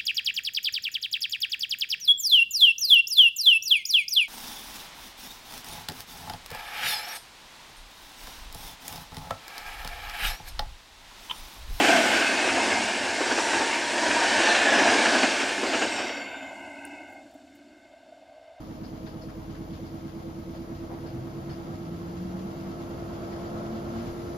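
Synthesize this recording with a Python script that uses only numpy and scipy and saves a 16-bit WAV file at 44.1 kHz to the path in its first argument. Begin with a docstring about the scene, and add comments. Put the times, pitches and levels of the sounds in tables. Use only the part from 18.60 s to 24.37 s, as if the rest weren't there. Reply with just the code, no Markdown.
"""A front-loading washing machine gathers speed at about nine turns a second, heard close to its door in a small room.
The lopsided load shakes the cabinet at multiples of the drum speed, and the motor hums and throbs once a turn.
Wet laundry rushes round as noise that swells each turn, with a hollow roar and a little spray flung at the tub.
A low pump hum and faint whines climb over it; half way through, the listener steps back.
Tones follow the drum's angle; the air, drops, scuffs and hiss are filtered noise."""
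import sys
import numpy as np
from scipy import signal
from scipy.fft import rfft, irfft
from scipy.io import wavfile
from scipy.ndimage import uniform_filter1d

SR = 44100
rng = np.random.default_rng(int(sys.argv[2]) if len(sys.argv) > 2 else 0)


def store_pcm(level_fs):
    """Save levels as 16-bit WAV."""
    pcm = np.round(np.clip(level_fs, -1, 1) * 32767).astype(np.int16)
    wavfile.write(sys.argv[1], SR, np.atleast_2d(pcm).T)


N = 254456

START_TURNS_PER_S, GAIN_TURNS_PER_S2 = 8.807, 0.1342  # the drum gains speed evenly
POLES = 36  # motor poles passing in each turn of the drum

# How differently noise reaches the two microphones. Each row: pitch in Hz, side minus mid in dB.
WIDTH = [(60, -13), (150, -24), (230, -2.5), (370, -22), (460, 2.5), (600, -6.5), (850, -1), (1000, -2),
         (1250, 2), (1560, 4.5), (1800, -3.5), (4200, -2), (8000, 6.5)]


def undb(db):
    """Decibels to amplitude gain."""
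    return 10 ** (np.asarray(db) / 20)


def curve(rows):
    """A time table, sample by sample."""
    return np.interp(np.arange(N) / SR, *np.transpose(rows))


def unit(x):
    """Scale to rms 1."""
    return x / np.sqrt(np.mean(x ** 2))


def walk(hz, size=16384):
    """Smooth random wandering that changes about hz times a second; rms 1."""
    f = np.arange(size // 2 + 1) * SR / N
    slow = irfft(rfft(rng.standard_normal(size)) * np.exp(-(f / hz) ** 2), size)
    return unit(np.interp(np.arange(N) * size / N, np.arange(size), slow))


def shape(x, points):
    """Filter by an outline of (Hz, dB), with a gentle fall above its last point."""
    hz, db = np.transpose(points)
    f = np.maximum(np.arange(N // 2 + 1) * SR / N, 1)
    outline_db = np.interp(np.log(f), np.log(hz), db)
    gain = undb(outline_db) / (1 + (f / (2 * hz[-1])) ** 2)
    return irfft(rfft(x) * gain, N)


def band(x, hz, width):
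    """A resonance with steep skirts: the same peak filter passed twice."""
    b, a = signal.iirpeak(hz, hz / width, fs=SR)
    return signal.lfilter(b, a, signal.lfilter(b, a, x))


def band_noise(hz, width):
    """Noise through one resonance, at rms 1."""
    return unit(band(rng.standard_normal(N), hz, width))


def burst(start, attack_s, decay_s):
    """A quick rise and an exponential fall."""
    age = np.maximum(np.arange(N) / SR - start, 0)
    return (1 - np.exp(-age / attack_s)) * np.exp(-age / decay_s)


def ears(mid, side):
    """Left and right from their common and opposed parts."""
    return np.array([mid + side, mid - side])


def pan(x, db):
    """Make the left louder than the right by db."""
    return x * undb(np.reshape([db, -db], (2, -1)) / 2)


def tone(cycles, side_db):
    """A sine, its common part at rms 1, that reaches the two ears slightly out of step."""
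    angle = 2 * np.pi * cycles
    return np.sqrt(2) * ears(np.cos(angle), undb(side_db) * np.sin(angle))


def room_noise(colour, ripple_db):
    """Coloured noise, rippled by the many fixed resonances of cabinet and room."""
    pair = []
    for _ in range(2):
        ripple = rng.standard_normal(N // 2 + 1)
        for _ in range(2):
            ripple = uniform_filter1d(ripple, size=130)  # smooth along frequency
        spectrum = rfft(rng.standard_normal(N)) * undb(ripple_db * unit(ripple))
        pair.append(unit(shape(irfft(spectrum, N), colour)))
    return ears(pair[0], shape(pair[1], WIDTH))


def resonance(hz, centre_hz, width_hz):
    """Gain of one resonance for a tone at hz; 1 at the centre."""
    return 1 / (1 + (2 * (hz - centre_hz) / width_hz) ** 2)


def response(hz, modes):
    """Gain of a set of resonances for a gliding tone; their powers add."""
    grid = np.linspace(hz.min(), hz.max(), 400)
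    power = sum((undb(db) * resonance(grid, centre, width)) ** 2 for centre, width, db in modes)
    return np.interp(hz, grid, np.sqrt(power))


def loudness(law, speed, back, column):
    """Level of a noise in dB: speed, distance, and brief swells, as with the pump or a brush of handling."""
    # Each row: centre in seconds, time to fall to 1/e in seconds,
    # then the rise in dB of rumble and shudder, of rush, of spray, of fizz.
    swells = [(2.6, 0.54, 4, 2, 0, -0.5), (5.026, 0.38, 1, 1.5, 1, 0), (5.438, 0.091, 2, 2, 2, 2),
              (5.717, 0.33, 3.5, -0.5, 0.5, 2)]
    start_db, speed_db, back_db = law
    t = np.arange(N) / SR
    swell_db = sum(row[column] * np.exp(-((t - row[0]) / row[1]) ** 2) for row in swells)
    return start_db + speed_db * (speed - START_TURNS_PER_S) + back_db * back + swell_db


def cabinet(turn, speed, back, even_db=-2, scatter_back=0.23, waver_db=2.0, drift=0.085, back_db=2.0,
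            side_db=-8):
    """Each turn the load bumps the cabinet; its multiples are delayed by pitch into a swish, mostly falling."""
    # Light panels answer first, the heavy tub last. Each row: pitch in Hz, delay in seconds.
    bump_delay = [(45, .054), (88, .052), (115, .038), (145, .032), (170, .014), (215, .015), (260, .027)]
    # Resonances the multiples slide through. Each row: centre in Hz, width in Hz, relative level in dB.
    cabinet_modes = [(26.8, 6.5, -63), (44.1, 4.8, -51.5), (67.5, 6, -51), (80.8, 8.9, -54),
                     (101.8, 15.6, -51), (129.3, 7, -53), (144, 8.3, -49), (158.8, 2.1, -53.5),
                     (170.4, 2.5, -53), (184, 11.2, -49.5), (213.2, 19, -53), (231, 7.8, -54),
                     (257, 9.1, -51.5), (280.7, 14, -54)]
    first_order, last_order, tub_orders = 3, 33, 16  # multiples of drum speed; the tub carries up to 16
    bump_turn = 0.8  # where in the turn the bump falls
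    tub_scatter, bump_scatter = 0.16, 0.07  # smear of the bump, in cycles, at the door
    grid = np.arange(1, 400)
    late_cycles = np.cumsum(np.interp(grid, *np.transpose(bump_delay)))  # delay summed over 1 Hz steps
    out = 0
    for order in range(first_order, last_order + 1):
        hz = order * speed
        cycles = order * (turn - bump_turn) - np.interp(hz, grid, late_cycles)
        scatter = tub_scatter if order <= tub_orders else bump_scatter
        lag = (scatter + scatter_back * back) * rng.standard_normal() + drift * walk(0.79)
        # the tub's to and fro favours odd multiples
        db = even_db if order % 2 == 0 and order < tub_orders else 0
        gain = response(hz, cabinet_modes) * undb(db + back_db * back + waver_db * walk(2.2))
        spread_db = side_db + 20 * np.log10(order / POLES)  # long waves reach both ears alike
        out = out + gain * tone(cycles + lag, spread_db)
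    return pan(out, -0.58)


def motor(turn, speed, back, direct_db=-49.0, pole_db=-46.0, upper_db=-44.0, second_db=-57, lower_db=-48,
          upper_turn=-0.078, upper_shift=0.2, lower_turn=0.52, lower_shift=-0.074):
    """Pole hum with sidebands from the lopsided load pulses once a turn, each tone gliding on a panel's resonance."""
    # Swells of two higher motor tones. Each row: time in seconds, level in dB of the lower, of the upper.
    tone_levels = [(0, -66, -57.5), (.5, -59.5, -57.5), (1.4, -64, -66), (2.2, -70, -59), (2.9, -70, -64),
                   (3.6, -57, -59), (4.4, -57, -55.5), (5, -58, -50), (5.25, -55, -53), (5.45, -51, -63),
                   (5.7, -50.5, -54)]
    # Those two tones, as multiples of the drum speed.
    tone_multiples = (48, 72)

    def panel(order):
        return resonance(order * speed, 344.7, 17.6)  # centre and width in Hz

    poles = POLES * turn + 0.012 * walk(4)
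    upper_beat = turn - upper_turn - upper_shift * back
    lower_beat = turn - lower_turn - lower_shift * back
    hum = (undb(direct_db) + undb(pole_db) * panel(POLES + 0.05)) * tone(poles, -9.0)
    hum = hum + undb(upper_db) * panel(POLES + 1.8) * tone(poles + upper_beat, -42)
    hum = hum + undb(second_db) * panel(POLES + 3.1) * tone(poles + 2 * upper_beat, -9)
    hum = hum + undb(lower_db) * panel(POLES + 0.3) * tone(poles - lower_beat, -13)
    out = pan(hum * undb(0.85 * back), -3.5 + 3.8 * back)  # leans right at the door
    times, *levels = np.transpose(tone_levels)
    for multiple, db in zip(tone_multiples, levels):
        gain = undb(curve(np.column_stack([times, db])) + walk(36))
        out = out + gain * tone(multiple * turn + 0.04 * walk(6), -4)
    return out


def laundry(turn, speed, back, rumble_turn=0.19, shudder_turn=-0.012, rush_turn=0.23, rush_swing_db=1.0,
            spray_turn=0.38, spray_swing_db=0.5):
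    """Each turn the load shudders the panels, rumbles the tub, drags air round and sheds an uneven spray."""
    # Levels: dB at the start by the door, dB per turn a second gained, dB more a full step back.
    rumble_level = (-55.5, 5, 2.5)
    shudder_level = (-54.5, 3.5, 1.5)
    rush_level = (-51.5, 1.5, 6.2)
    spray_level = (-62.5, 1.74, 3.5)
    # Colours of the four noises. Each row: pitch in Hz, relative level in dB.
    rumble_colour = [(15, -26), (30, -28), (45, -6), (75, 1), (110, 4.5), (150, 2), (190, -37)]
    shudder_colour = [(130, -20), (170, -4), (245, 0), (295, -10), (340, -6), (380, -2), (430, -5),
                      (500, -22)]
    rush_colour = [(300, -6), (380, -6), (450, -2), (520, -2), (600, -5.5), (680, -3), (760, -5.5),
                   (950, -8), (1130, -10), (1330, -14.5), (1620, -17), (2100, -23.5), (3500, -84)]
    spray_colour = [(1000, -51), (1800, 4), (2400, 2.5), (3200, 3), (4100, 0.5), (4500, 1), (5100, 0),
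                    (6000, -7), (7200, -4.5), (9000, -51), (14000, -14)]

    def swing(peak_turn):
        return np.cos(2 * np.pi * (turn - peak_turn))

    depth_db = 4.5 * (1 - 0.64 * back)  # the throb is deepest at the door
    rumble_db = loudness(rumble_level, speed, back, column=2) + depth_db * swing(rumble_turn)
    rumble = room_noise(rumble_colour, ripple_db=1.0) * undb(rumble_db)

    shudder_db = loudness(shudder_level, speed, back, column=2) + depth_db * swing(shudder_turn)
    shudder = room_noise(shudder_colour, ripple_db=5.0) * undb(shudder_db)

    rush_db = loudness(rush_level, speed, back, column=3) + rush_swing_db * swing(rush_turn)
    flutter_db = 0.48 * (2.5 - back) * walk(25)
    rush = room_noise(rush_colour, ripple_db=2.56) * undb(rush_db + flutter_db)

    spray_db = loudness(spray_level, speed, back, column=4) + spray_swing_db * swing(spray_turn)
    patter_db = 0.5 * walk(15) + 0.86 * walk(180)
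    spray = room_noise(spray_colour, ripple_db=2.37) * undb(spray_db + patter_db)
    return rumble + shudder + rush + pan(spray, 4.3)


def roar():
    """Rushing air fills resonances of the cabinet: a smooth, hollow roar that swells over the spin."""
    # Each row: centre in Hz, width in Hz, relative level in dB.
    roar_modes = [(372, 42, -53.5), (525, 54, -53.5), (605, 63, -53.5), (675.5, 49, -53.5), (786, 250, -61),
                  (1060, 150, -63.5), (1311, 200, -59.5), (1506, 290, -71.5)]
    # The swell. Each row: time in seconds, gain in dB.
    roar_level = [(0, -16.5), (2.8, -9), (4.1, -5), (4.55, -0.5), (4.72, -1), (4.88, 1), (5.01, 5),
                  (5.13, -.5), (5.3, 3), (5.55, -4), (5.77, 0.5)]
    mid = sum(undb(db) * band_noise(hz, width) for hz, width, db in roar_modes)
    side = sum(undb(db) * band_noise(hz, width) for hz, width, db in roar_modes)
    return undb(curve(roar_level)) * ears(mid, shape(side, WIDTH))


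def seal(turn, back, brush_turn=0.7, depth_db=9, back_db=-8):
    """The door seal, brushed once a turn: a soft swish just ahead of each bump, mainly at the door."""
    hz, width_hz, peak_db = 505, 110, -52
    mid = band_noise(hz, width_hz)
    side = band_noise(hz, width_hz)
    db = peak_db + back_db * back + depth_db * (np.cos(2 * np.pi * (turn - brush_turn)) - 1)
    return undb(db) * ears(mid, 0.5 * side)


def pump(turn, waver_db=1.5, throb_db=0.7, flutter=0.045):
    """The drain pump's low, unsteady hum climbs, coming and going in the rumble."""
    # Each row: time in seconds, pitch in Hz.
    pump_pitch = [(2.3, 100.7), (2.56, 123.5), (2.9, 142.1), (3.3, 167), (3.73, 184), (4.4, 201),
                  (5, 217.1), (5.3, 224), (5.42, 232), (5.48, 259)]
    # Broken swells. Each row: time in seconds, level in dB.
    pump_level = [(2.3, -90), (2.49, -52), (2.56, -37), (2.68, -47), (2.77, -42.5), (2.83, -47),
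                  (2.92, -39), (3, -51), (3.1, -41.5), (3.18, -50), (3.3, -39), (3.5, -44), (3.64, -35.5),
                  (3.9, -38), (3.96, -50), (4.02, -43), (4.1, -43), (4.18, -56), (4.87, -49), (5.02, -39.5),
                  (5.07, -43.5), (5.14, -37.5), (5.22, -46), (5.39, -37.5), (5.45, -46), (5.5, -42),
                  (5.6, -90)]
    cycles = np.cumsum(curve(pump_pitch)) / SR + flutter * walk(21)
    db = curve(pump_level) + waver_db * walk(32) + throb_db * np.cos(2 * np.pi * turn)
    return undb(db) * tone(cycles, -23.0)


def knocks(attack_share=0.48):
    """Dull scuffs, a tick and a soft low bump from handling: short bursts of resonant noise."""
    # Each row: start in seconds, level in dB before the burst's envelope, pitch in Hz, width in Hz,
    # decay in seconds.
    knock_rows = [(1.637, -41, 520, 53.6, 0.02), (2.295, -37, 620, 487, 0.041),
                  (5.409, -42, 800, 1280, 0.0041), (5.45, -35, 44.7, 25.4, 0.044)]
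    out = 0
    for start, db, hz, width, decay_s in knock_rows:
        mid = band_noise(hz, width)
        side = band_noise(hz, width)
        envelope = burst(start, attack_share * decay_s, decay_s)
        out = out + undb(db) * ears(mid, shape(side, WIDTH)) * envelope
    return out


def splats(attack_s=0.0028, rim_delay_s=0.0043, rim_attack_s=0.009, rim_decay_s=0.027, grain_db=1.8,
           gain_db=2.5):
    """Each handful of drops patters on the tub and scrapes along its wall, then sizzles on the rim."""
    # Each row: start in seconds, relative level in dB, rim against tub in dB, scrape against tub in dB,
    # decay in seconds.
    splat_rows = [(0.232, -59, 3.5, 0, 0.017), (0.459, -61, 3.5, 3, .036), (0.609, -65.5, 8.5, -3, .02),
                  (0.683, -57, -12, -14, 0.031), (0.897, -65, -6, 4, .02), (0.944, -60, -9, -5, 0.035),
                  (1.13, -66.5, -7, 5, .075), (1.25, -67, 6, -3, 0.025), (1.477, -61, -10, -0.5, 0.037),
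                  (1.945, -61.5, -3, 1, 0.025), (2.147, -68.5, 4, 0, .03), (2.457, -59.5, 2, -2, 0.043),
                  (2.892, -54.5, 1, -2, 0.038), (4.719, -55, -7, -11, .031)]
    # What tub and rim ring with. Each row: centre in Hz, width in Hz, relative level in dB.
    tub_modes = [(1480, 1270, -2), (2920, 500, -19)]
    rim_modes = [(4420, 300, -1), (4680, 500, -3), (4980, 400, -1)]
    # Each row: pitch in Hz, relative level in dB.
    scrape_colour = [(1200, -12), (2600, 2), (3600, 6.5), (5200, -1), (6800, -2), (7800, -43)]
    drops = rng.standard_normal((2, N)) * undb(grain_db * walk(490))
    tub = unit(sum(undb(db) * band(drops, hz, width) for hz, width, db in tub_modes))
    rim = unit(sum(undb(db) * band(drops, hz, width) for hz, width, db in rim_modes))
    scrape = unit(shape(drops, scrape_colour))
    out = 0
    for start, db, rim_db, scrape_db, decay_s in splat_rows:
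        patter = (tub + undb(scrape_db) * scrape) * burst(start, attack_s, decay_s)
        sizzle = undb(rim_db) * rim * burst(start + rim_delay_s, rim_attack_s, rim_decay_s)
        out = out + undb(db + gain_db) * (patter + sizzle)
    return pan(ears(out[0], 0.71 * out[1]), 7.6)


def whine(turn, back, wander=0.2, waver_db=2.5, door_db=-9):
    """Thin, rough tones of belt and bearings climb with the drum, stronger away from the door."""
    # Each row: multiple of the drum speed, relative level in dB.
    whine_rows = [(112.7, -58.5), (122.5, -59), (139.5, -59), (147, -63)]
    out = 0
    for multiple, db in whine_rows:
        gain = undb(db + door_db * (1.5 - back) + waver_db * walk(8.8))
        out = out + gain * tone(multiple * turn + wander * walk(13.7), -1.4)
    return out


def fizz(speed, back, top_db=-69, loose_db=-13):
    """Faint top hiss, nearly the same in both ears but a little apart in time."""
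    # Level: dB at the start by the door, dB per turn a second gained, dB more a full step back.
    fizz_level = (-65.5, 3.7, .4)
    # The finest hiss, then a thin steadier one above it. Each row: pitch in Hz, relative level in dB.
    fizz_colour = [(4000, -2.5), (6500, 7.5), (8000, -44), (9200, 10), (11000, 2.5), (13600, 1), (15500, 1)]
    top_colour = [(12500, -63), (13700, -10), (14200, 35), (14550, 31), (14800, -10), (15600, -28)]
    f = np.arange(N // 2 + 1) * SR / N
    lead_cycles = (f - 11900) / 7100  # the right ear leads by 1/7100 s, in step at 11900 Hz
    fizz_db = loudness(fizz_level, speed, back, column=5)
    out = 0
    for colour, db in (fizz_colour, fizz_db), (top_colour, top_db):
        common = rng.standard_normal(N)
        shifted = irfft(rfft(common) * np.exp(2j * np.pi * lead_cycles), N)
        pair = np.array([common, shifted]) + undb(loose_db) * rng.standard_normal((2, N))
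        out = out + unit(shape(pair, colour)) * undb(db + 0.5 * walk(40))
    return out


def scene():
    """The drum's angle drives the machine's tones and throbs, and the listener's distance sets the balance."""
    # Each row: time in seconds, distance (0 at the door, 1 a full step back).
    step_back = [(0, 0.024), (2.5, 0.031), (4.2, 0.71), (5.77, 0.64)]
    speed = START_TURNS_PER_S + GAIN_TURNS_PER_S2 * np.arange(N) / SR
    turn = np.cumsum(speed) / SR
    back = np.clip(curve(step_back), 0, 1)
    # close to the door the machine throbs as the load swings past; beyond half a step this reverses
    throb_db = 1.0 * (0.5 - back)
    throb = undb(throb_db * np.cos(2 * np.pi * (turn + 0.023)))
    machine = throb * (cabinet(turn, speed, back) + motor(turn, speed, back))
    water_and_air = laundry(turn, speed, back) + roar() + seal(turn, back) + splats()
    return machine + water_and_air + pump(turn) + knocks() + whine(turn, back) + fizz(speed, back)


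def record(dry):
    """The microphone's signal opens softly over 4 ms and is cut steeply above 15 kHz."""
    opening = np.minimum(np.arange(N) / SR / 0.004, 1)
    top_cut = signal.ellip(8, 0.2, 70, 15000, fs=SR, output="sos")
    return signal.sosfilt(top_cut, opening * dry)


dry = scene()
out = record(dry)
store_pcm(out)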